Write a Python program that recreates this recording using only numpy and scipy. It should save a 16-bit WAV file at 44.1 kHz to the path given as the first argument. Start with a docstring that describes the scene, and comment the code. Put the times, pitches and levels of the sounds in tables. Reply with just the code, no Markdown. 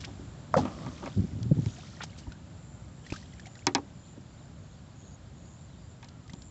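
"""A steel-rod fish trap is worked over the side of a small boat on a calm river.
It plunges at 0.5 s with a splash and a gulp of trapped air, then drags along the hull, which
groans and booms as it rocks. Water drains from the mesh, each drip ringing as a bubble, and
near 3.7 s the rods clack twice on the rim. Insects buzz and birds call on the bank; a few rod
clicks and a soft boom come last. A low, far rumble and a hiss of open air run throughout."""
import sys
import numpy as np
from scipy import signal
from scipy.fft import rfft, irfft
from scipy.io import wavfile

SR = 44100
rng = np.random.default_rng(int(sys.argv[2]) if len(sys.argv) > 2 else 0)


def materialize(psi):
    """Save the field psi as 16-bit PCM at rate SR to the path in sys.argv[1].

    A 1-D psi becomes a single channel; in a 2-D psi each row is a channel.
    """
    bounded = np.clip(np.atleast_2d(psi).T, -1, 1)
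    quanta = np.round(bounded * 32767).astype(np.int16)
    wavfile.write(sys.argv[1], SR, quanta)


N = 286650
TIME_S = np.arange(N) / SR


# air pockets: t/s, level/dB, f/Hz
AIR_POCKETS = [(.5399, -14, 1137), (.5402, -17, 657), (.541, -23, 1700), (.55, -22.5, 666),
               (.552, -23, 1300), (.5619, -16, 532), (.5735, -23, 765), (.58, -25, 251), (.585, -24.5, 830)]
def gulps(plunge_s=.54, rise=.015, froth_db=-14, muffle_hz=1850):
    """Air pockets shut by the plunge ring briefly, rising as they shrink; water muffles them."""
    out, t = np.zeros(N), np.arange(5000) / SR
    for s, db, hz in AIR_POCKETS:
        peak_s = (1.93 + 69 * (s - plunge_s)) / hz  # later pockets lie deeper, swell for more cycles
        turns = np.cumsum(hz * (1 + rise * np.tanh(t / peak_s - 1))) / SR
        froth = unit_rms(band(rng.standard_normal(len(t)), hz / 2, hz * 1.63))
        add(out, s, amp(db) * swell(t, peak_s) * (np.sin(2 * np.pi * turns) + amp(froth_db) * froth))
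    return signal.sosfilt(signal.butter(6, muffle_hz, fs=SR, output="sos"), out)


# trap blows on the hull: t/s, level/dB, f_low/Hz, f_high/Hz, t60 factor
BLOWS = [(.074, -46, 150, 950, 1.4), (.192, -43.5, 171, 420, 2.1), (0.5409, -30, 800, 1750, 0.31),
         (0.5728, -35, 500, 2200, 0.24), (0.6519, -42, 553, 1180, 3.2), (.8635, -41, 294, 2100, 0.94),
         (1.028, -41, 180, 880, 1), (1.059, -41.5, 495, 3060, 1.7), (1.582, -54.5, 550, 1000, .4),
         (1.6603, -47.5, 300, 6000, 0.1), (2.268, -48.5, 70, 1080, .6), (3.1226, -34.5, 150, 850, 0.11),
         (3.6686, -22, 204, 6740, 1.1), (3.7496, -23, 168, 6070, 1.24), (3.7561, -32.5, 169, 3200, 0.19),
         (3.7826, -33, 230, 890, 0.36), (4.174, -46, 130, 510, 0.46), (6.028, -50, 915, 3430, 1.8),
         (6.3332, -49, 130, 1150, 1.3)]
def knocks(tick_hz=5400, tick_s=.00021, hard_hz=6040):
    """Hard contact reaches the high modes and makes the rod tick; a pressing hand shortens the ring."""
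    out, t = np.zeros(N), np.arange(8192) / SR
    glide = 1 + .085 * np.exp(-t / .0029)
    tick = swell(t, tick_s) * np.sin(2 * np.pi * tick_hz * t * glide)
    for s, db, low_hz, high_hz, ring in BLOWS:
        body = band(hull(t, ring), low_hz, high_hz)
        tick_db = 14.5 + 8.5 * np.log2(high_hz / hard_hz)
        add(out, s, amp(db) * (body / body[t < .01].std() + amp(tick_db) * tick))
    return out


# clear hull modes: f/Hz, level/dB, t60/s
HULL_MODES = [(135, -14, .16), (197, -12, .15), (280, -2, .18), (368, -1, .08), (587, -10, .11),
              (783, -3, .085), (945, 1, .06), (1163, -8, .075), (1245, -9, .06), (1595, -11, .05),
              (1707, -11, .055), (1910, -11, .055), (2207, -4, .045), (2422, -5, .035), (2560, -5, .035),
              (3394, -5, .04), (3870, -6, .04), (4188, -8, .035), (4730, -6, .028), (5200, -3, .025),
              (5670, -4, .024)]
# octave bands of crowded modes: f/Hz, level/dB, t60/s
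HULL_BANDS = [(100, -12, 0.19), (294, 0.5, 0.14), (484, -11, 0.11), (824, -1.5, 0.088), (1500, -2.5, 0.061),
              (2500, -10, 0.037), (3860, -5.5, 0.027), (8600, -27.5, 0.092)]
def hull(t, ring, crowd_db=-3, onset_s=.015):
    """One blow rings a few clear modes among many weaker, crowded ones."""
    hz, db, t60_s = np.transpose(HULL_MODES)[:, :, None]
    sign = (-1) ** np.arange(len(HULL_MODES))[:, None]
    modes = (sign * amp(db - 60 * t / (t60_s * ring)) * np.sin(2 * np.pi * hz * t)).sum(0)
    noise, crowd = rng.standard_normal(len(t)), 0
    for centre_hz, band_db, band_t60_s in HULL_BANDS:
        octave = band(noise, centre_hz / np.sqrt(2), centre_hz * np.sqrt(2))
        crowd = crowd + octave * amp(band_db - 60 * t / (ring * band_t60_s))
    early = t < onset_s
    return modes / modes[early].std() + amp(crowd_db) * crowd / crowd[early].std()


# rocking and leaning loads: t/s, level/dB, f/Hz, swell/s
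HULL_LOADS = [(.567, -18.5, 178, 0.0062), (.605, -21, 194, 0.0024), (.858, -31, 149, 0.0075),
              (1.157, -21.5, 106, 0.024), (1.165, -24, 196.6, 0.019), (1.5094, -11.5, 160, 0.0085),
              (1.564, -22, 130.4, 0.01), (1.584, -18.5, 149.5, 0.0076), (1.619, -27, 120, 0.012),
              (1.659, -19.5, 117.3, 0.011), (2.271, -30, 69.4, .0088), (3.1221, -22.5, 130, 0.0021),
              (3.669, -31, 127, 0.009), (3.751, -35.5, 147, 0.0057), (6.334, -34, 186, 0.0045)]
def booms(sag=.24, shudder_db=-17, heave_db=-10, heave_hz=58, full_load_db=-11):
    """Soft loads sound the hull low, heavy ones with brief overtones; the water damps it quickly."""
    out, t = np.zeros(N), np.arange(8000) / SR
    for s, db, hz, peak_s in HULL_LOADS:
        turns = np.cumsum(hz * (1 + sag * (np.exp(-t / peak_s) - .5))) / SR
        shudder = unit_rms(band(rng.standard_normal(len(t)), 140, 280))
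        boom = swell(t, peak_s) * (np.sin(2 * np.pi * turns) + amp(shudder_db) * shudder)
        step_db = -8.5 - .45 * (full_load_db - db)  # per overtone; light loads are duller
        boom += amp(heave_db + step_db) * swell(t, peak_s) * np.sin(2 * np.pi * heave_hz * t)
        for k in (1, 2):
            ratio = 1.85 ** k
            overtone = swell(t, .83 * peak_s) ** ratio * np.sin(2 * np.pi * ratio * turns)
            boom += amp(k * step_db) * overtone
        add(out, s, amp(db) * boom)
    return out


def groan(start_s=1.33, length_s=.19, start_hz=98.9, rise_hz=26.2, start_db=-33.5, growth_db=3.5):
    """The trap bears ever harder on the side: the hull judders, rising in pitch and level."""
    load = np.clip((TIME_S - start_s) / length_s, 0, 1)
    turns = np.cumsum(start_hz + rise_hz * load) / SR
    judder = 1 + .35 * unit_rms(band(rng.standard_normal(N), 12.5, 25))
    envelope = amp(start_db + growth_db * load) * hump(start_s, length_s, edge=.3)
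    return envelope * judder * np.sin(2 * np.pi * turns)


# rod force on the hull: t/s, relative level/dB
DRAG_FORCE = [(0.61, -39), (0.646, -41.5), (0.654, -38), (0.738, -51), (0.872, -45.5), (1.006, -58),
              (1.042, -43), (1.078, -39), (1.13, -72)]
# scrape spectrum: f/Hz, level/dB
DRAG_SPECTRUM = [(60, -22), (130, 0), (260, 10.5), (410, -6.5), (600, 1), (900, -14), (1200, -2.5),
                 (1500, -18.5), (3200, -22), (8000, -36)]
def drag(gain_db=4):
    """Rust catches and slips on the rim in quick grains."""
    contact = np.interp(TIME_S, [.58, .61, 1.1, 1.16], [0, 1, 1, 0])
    scrape = coloured(grains(N, per_s=1200, spread_db=0), DRAG_SPECTRUM)
    return amp(gain_db) * gain_curve(DRAG_FORCE) * contact * scrape


# loose rods touching: t/s, level/dB
ROD_CONTACTS = [(1.429, -47.5), (3.553, -51.5), (6.043, -49), (6.086, -49.5), (6.278, -53), (6.297, -53.5),
                (6.334, -43.5), (6.42, -49.5)]
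def clicks():
    """Rusty rods meet in the hands with a short, gritty click."""
    out = np.zeros(N)
    for s, db in ROD_CONTACTS:
        add(out, s, amp(db) * spray(peak_s=.0017, hz=4700, width=1.16))
    return out


# thrown water: t/s, level/dB, swell/s, f/Hz
THROWN_WATER = [(.002, -48, 0.0092, 4000), (.037, -42.5, 0.0043, 1990), (0.0458, -37, 0.003, 3720),
                (.563, -42, .014, 4200), (.57, -28.5, 0.01, 574), (2.004, -37, 0.0047, 1220),
                (2.015, -39.5, 0.0056, 2540), (2.031, -41.5, 0.0054, 4500), (2.034, -42.5, 0.003, 870),
                (2.176, -50.5, 0.011, 4840), (3.116, -54, 0.027, 4000)]
def splashes():
    """Water thrown up by the trap lands in clouds of tiny impacts."""
    out = np.zeros(N)
    for s, db, peak_s, hz in THROWN_WATER:
        add(out, s, amp(db) * spray(peak_s, hz, width=1.5))
    return out


# drops off the mesh: t/s, level/dB, f/Hz
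LARGE_DROPS = [(.978, -45.5, 2480), (1.783, -44.5, 700), (1.833, -46, 1220), (2.165, -52, 1230),
               (2.319, -43, 1400), (3.065, -40, 1860), (3.102, -35.5, 2340), (3.122, -31.5, 2500),
               (3.137, -37, 1250), (3.148, -42, 1190), (3.161, -37.5, 1540), (3.334, -47, 1950),
               (3.396, -41, 1670), (3.457, -42, 2140), (3.467, -45, 3100), (3.467, -44.5, 723),
               (3.591, -46.5, 2630), (6.296, -43, 1920)]
def drips(spatter_db=-11):
    """Each large drop spatters and traps a ringing bubble."""
    out = np.zeros(N)
    for s, db, hz in LARGE_DROPS:
        add(out, s, amp(db) * bubble(hz))
        add(out, s, amp(db + spatter_db) * spray(peak_s=.003, hz=3600, width=1.88))
    return out


# spells of small drops: t_start/s, t_end/s
DRIZZLE_SPANS = [(1.75, 2.36), (3.03, 3.66)]
def drizzle(count=12, max_db=-45.5, spread_db=9, low_hz=1267, high_hz=3250):
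    """Small, uneven drops ring as bubbles between the large ones."""
    out = np.zeros(N)
    for start_s, end_s in DRIZZLE_SPANS:
        for k, (jitter, faintness, pitch) in enumerate(rng.random((count, 3))):
            s = start_s + (end_s - start_s) * (k + jitter) / count
            hz = low_hz * (high_hz / low_hz) ** pitch
            add(out, s, amp(max_db - spread_db * faintness) * bubble(hz))
    return out


# mesh shedding water: t/s, relative level/dB, rise/s, hold/s
MESH_POURS = [(0, -59, 0.009, 0.036), (0.517, -54.5, 0.023, 0.57), (1.48, -53, 0.2, 0.19),
              (3.026, -57, 0.037, 0.073), (3.453, -66, 0.11, 0.091)]
# fizz spectrum: f/Hz, level/dB
RUNOFF_SPECTRUM = [(600, -7), (1500, -2.5), (2700, -3.5), (3150, 3), (3700, 2.5), (6000, 2.5), (8000, -4)]
def runoff(gain_db=-2, crackle_db=-3, drain_db_per_s=31.5, trickle_db=-68.5):
    """Water fizzes and crackles off the mesh, each pour thinning to a trickle."""
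    power = amp(trickle_db) ** 2
    for s, db, rise_s, hold_s in MESH_POURS:
        onset = np.clip((TIME_S - s) / rise_s, 0, 1)
        drained_s = np.maximum(TIME_S - s - rise_s - hold_s, 0)
        power = power + (onset * amp(db - drain_db_per_s * drained_s)) ** 2
    fizz = rng.standard_normal(N) + amp(crackle_db) * droplets()
    return amp(gain_db) * np.sqrt(power) * coloured(fizz, RUNOFF_SPECTRUM)


def droplets(per_s=450, spread_db=3, sizes=24):
    """Tiny bubbles of many sizes burst at random."""
    out = np.zeros(N)
    bubbles = [bubble(hz, cycles=22) for hz in np.geomspace(1300, 8000, sizes)]
    for when, faintness, pitch in rng.random((int(per_s * N / SR), 3)):
        db = -spread_db * np.log(faintness + .02)
        add(out, when * N / SR, amp(db) * bubbles[int(pitch * sizes)])
    return unit_rms(out)


def bubble(hz, cycles=38, rise=.11):
    """A bubble rings down, rising in pitch as it nears the surface."""
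    age = np.arange(0, 1, hz / cycles / SR)
    envelope = amp(-45 * age) * (1 - np.exp(-age / .01))
    return envelope * np.sin(2 * np.pi * cycles * age * (1 + rise * age))


# hull pushing water: t/s, length/s, level/dB
HULL_SHOVES = [(0.52, 0.17, -34), (0.775, .15, -41.5), (1.133, .14, -31), (1.258, 0.47, -35.5)]
def churn(low_hz=75, high_hz=230):
    """Water shoved by the hull makes a dull, lumpy noise."""
    motion = sum(amp(db) * hump(s, length_s, edge=.85) for s, length_s, db in HULL_SHOVES)
    return motion * unit_rms(band(grains(N, per_s=450, spread_db=1.5), low_hz, high_hz))


# near insects: t/s, level/dB, f/Hz, rasp/0-1
NEAR_CHIRPS = [(.15, -72, 7350, .8), (1.559, -63.5, 6800, 0.9), (2.56, -67.5, 7160, 1),
               (3.42, -62, 7100, 1), (3.94, -63, 7200, 1), (4.269, -68.5, 7230, 1),
               (4.56, -70.5, 6700, 0.9), (4.955, -60.5, 6760, 1), (5.359, -64, 6860, 1),
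               (5.459, -65, 7290, 0.93), (5.75, -66, 7250, 1), (6.319, -58.5, 7280, 0.9)]
def insects(chorus_span_s=(2.4, 3.4), gap_s=.2, chorus_db=-68.5, chorus_hz=7400):
    """Near insects chirp; farther ones take turns in a brief chorus."""
    out = np.zeros(N)
    for s, db, hz, rasp in NEAR_CHIRPS:
        add(out, s, amp(db) * chirp(hz, rasp))
    for s in np.arange(*chorus_span_s, gap_s):
        add(out, s + rng.uniform(0, gap_s / 2), amp(chorus_db) * chirp(chorus_hz, rasp=.9))
    return out


def chirp(hz, rasp, length_s=.206, max_strokes_per_s=110, sweep_hz=130, rasp_hz=270, start_db=-8):
    """Each wing stroke sounds a high resonance that falls a little; the chirp grows, then stops."""
    t = np.arange(0, length_s, 1 / SR)
    stroke = (max_strokes_per_s * rng.uniform(.9, 1) * t) % 1
    noise = rng.standard_normal((2, SR))[:, :len(t)]
    teeth = signal.sosfilt(signal.butter(4, rasp_hz, fs=SR, output="sos"), noise)
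    phase = 2 * np.pi * np.cumsum(hz + sweep_hz * (1 - 2 * stroke)) / SR
    tone = (1 + rasp * unit_rms(teeth[0])) * np.cos(phase) + rasp * unit_rms(teeth[1]) * np.sin(phase)
    pulses = abs(np.sin(np.pi * stroke)) ** 1.3
    growth = amp(start_db * (1 - t / t[-1]) ** 2) * signal.windows.tukey(len(t), .05)
    return growth * unit_rms(tone * pulses)


# drooping bird calls: t/s, length/s, level/dB, f/Hz
BIRD_HOOTS = [(2.543, 0.41, -69, 1450), (6.065, 0.26, -70, 1373)]
def birds(song_s=4.03, gap_s=.33, song_db=-65.5, fade_db=.8, twitter_db=-71.5, echo_db=-5):
    """One bird repeats a fading, arched note, another hoots, others twitter; bank trees echo them."""
    out, t = np.zeros(N), np.arange(4000) / SR
    for k in range(6):
        arch_hz = np.array([2950, 4400, 2950]) * (1 + .04 * rng.uniform(-.99, 1, 3))
        add(out, song_s + k * gap_s, amp(song_db - k * fade_db) * whistle(.072, arch_hz))
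    for s, length_s, db, hz in BIRD_HOOTS:
        add(out, s, amp(db) * whistle(length_s, [hz, hz, .8 * hz]))
    for when, *contour in rng.random((16, 4)):
        add(out, 4.2 + 1.7 * when, amp(twitter_db) * whistle(.05, 3200 + 2000 * np.array(contour)))
    trees = rng.standard_normal(len(t)) * np.exp(-t / .014)
    echo = signal.oaconvolve(out, trees / np.linalg.norm(trees))[:N]
    return out + amp(echo_db) * echo


def whistle(length_s, contour_hz):
    """A pure note gliding through its first, middle and last pitch."""
    progress = np.linspace(0, 1, int(length_s * SR))
    hz = np.interp(progress, [0, .5, 1], contour_hz)
    return signal.windows.tukey(len(hz), .3) * np.sin(2 * np.pi * np.cumsum(hz) / SR)


# far rumble: t/s, level/dB
RUMBLE_LEVEL = [(0, -45), (2.3, -46.5), (3, -48), (6.5, -49.5)]
# rumble spectrum: f/Hz, level/dB
RUMBLE_SPECTRUM = [(20, -34.5), (35, -26), (55, 0.5), (95, 4.5), (150, 2), (200, -3), (280, -9.5),
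                   (400, -21), (700, -55.5)]
# air over the river: t/s, level/dB
AIR_LEVEL = [(0, -52.5), (2.6, -55.5), (6.5, -57.5)]
# air spectrum: f/Hz, level/dB
AIR_SPECTRUM = [(150, 7.5), (350, 3), (450, -0.5), (570, 3.5), (780, -1), (1000, -3.5), (1500, -6),
                (2200, -11.5), (4000, -13), (6200, -19), (7400, -7.5), (8200, -31.5)]
def surroundings():
    """A low, far rumble under the soft hiss of open air."""
    rumble = gain_curve(RUMBLE_LEVEL) * coloured(rng.standard_normal(N), RUMBLE_SPECTRUM)
    air = gain_curve(AIR_LEVEL) * coloured(rng.standard_normal(N), AIR_SPECTRUM)
    return rumble + air


def spray(peak_s, hz, width):
    """A short cloud of tiny impacts."""
    t = np.arange(6000) / SR
    impacts = grains(len(t), per_s=8300, spread_db=-10)
    return np.sqrt(swell(t, peak_s)) * unit_rms(band(impacts, hz / width, hz * width))


def grains(size, per_s, spread_db):
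    """Random clicks of uneven strength."""
    strength = amp(spread_db * np.minimum(rng.exponential(1, size), 4))
    return unit_rms(rng.standard_normal(size) * strength * (rng.random(size) < per_s / SR))


def swell(t, peak_s):
    """Rises to 1 at peak_s, then dies away."""
    return (t / peak_s * np.exp(1 - t / peak_s)) ** 2


def hump(start_s, length_s, edge):
    """One rise and fall; a small edge flattens the top."""
    progress = np.clip((TIME_S - start_s) / length_s, 0, 1)
    return (4 * progress * (1 - progress)) ** edge


def band(x, low_hz, high_hz):
    """Band-pass, upper edge twice as steep as the lower."""
    highpass = signal.butter(2, low_hz, "high", fs=SR, output="sos")
    lowpass = signal.butter(4, high_hz, fs=SR, output="sos")
    return signal.sosfilt(np.vstack([highpass, lowpass]), x)


def coloured(x, spectrum):
    """Shapes x by a spectrum on a log-frequency axis, at rms 1."""
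    hz, db = np.transpose(spectrum)
    bins_hz = np.fft.rfftfreq(len(x), 1 / SR)
    gain = amp(np.interp(np.log(bins_hz + 1), np.log(hz + 1), db))
    return unit_rms(irfft(rfft(x) * gain, len(x)))


def gain_curve(points):
    return amp(np.interp(TIME_S, *np.transpose(points)))


def amp(db):
    return 10 ** (np.asarray(db) / 20)


def unit_rms(x):
    return x / np.sqrt(np.mean(x ** 2) + 1e-20)


def add(mix, s, sound):
    part = mix[max(round(s * SR), 0):][:len(sound)]
    part += sound[:len(part)]


def scene():
    """Boat, water and river bank in mono."""
    boat = knocks() + booms() + groan() + drag() + clicks()
    water = gulps() + splashes() + drips() + drizzle() + runoff() + churn()
    return (boat + water + insects() + birds() + surroundings())[None]


def record(dry, low_cut_hz=38, high_cut_hz=8050):
    """Sheds the deepest bass and cuts the top treble steeply."""
    thinned = signal.sosfilt(signal.butter(2, low_cut_hz, "high", fs=SR, output="sos"), dry)
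    lowpass = signal.firwin(111, high_cut_hz, window=("kaiser", 8), fs=SR)
    return signal.oaconvolve(thinned, lowpass[None], "same")


dry = scene()
out = record(dry)
materialize(out)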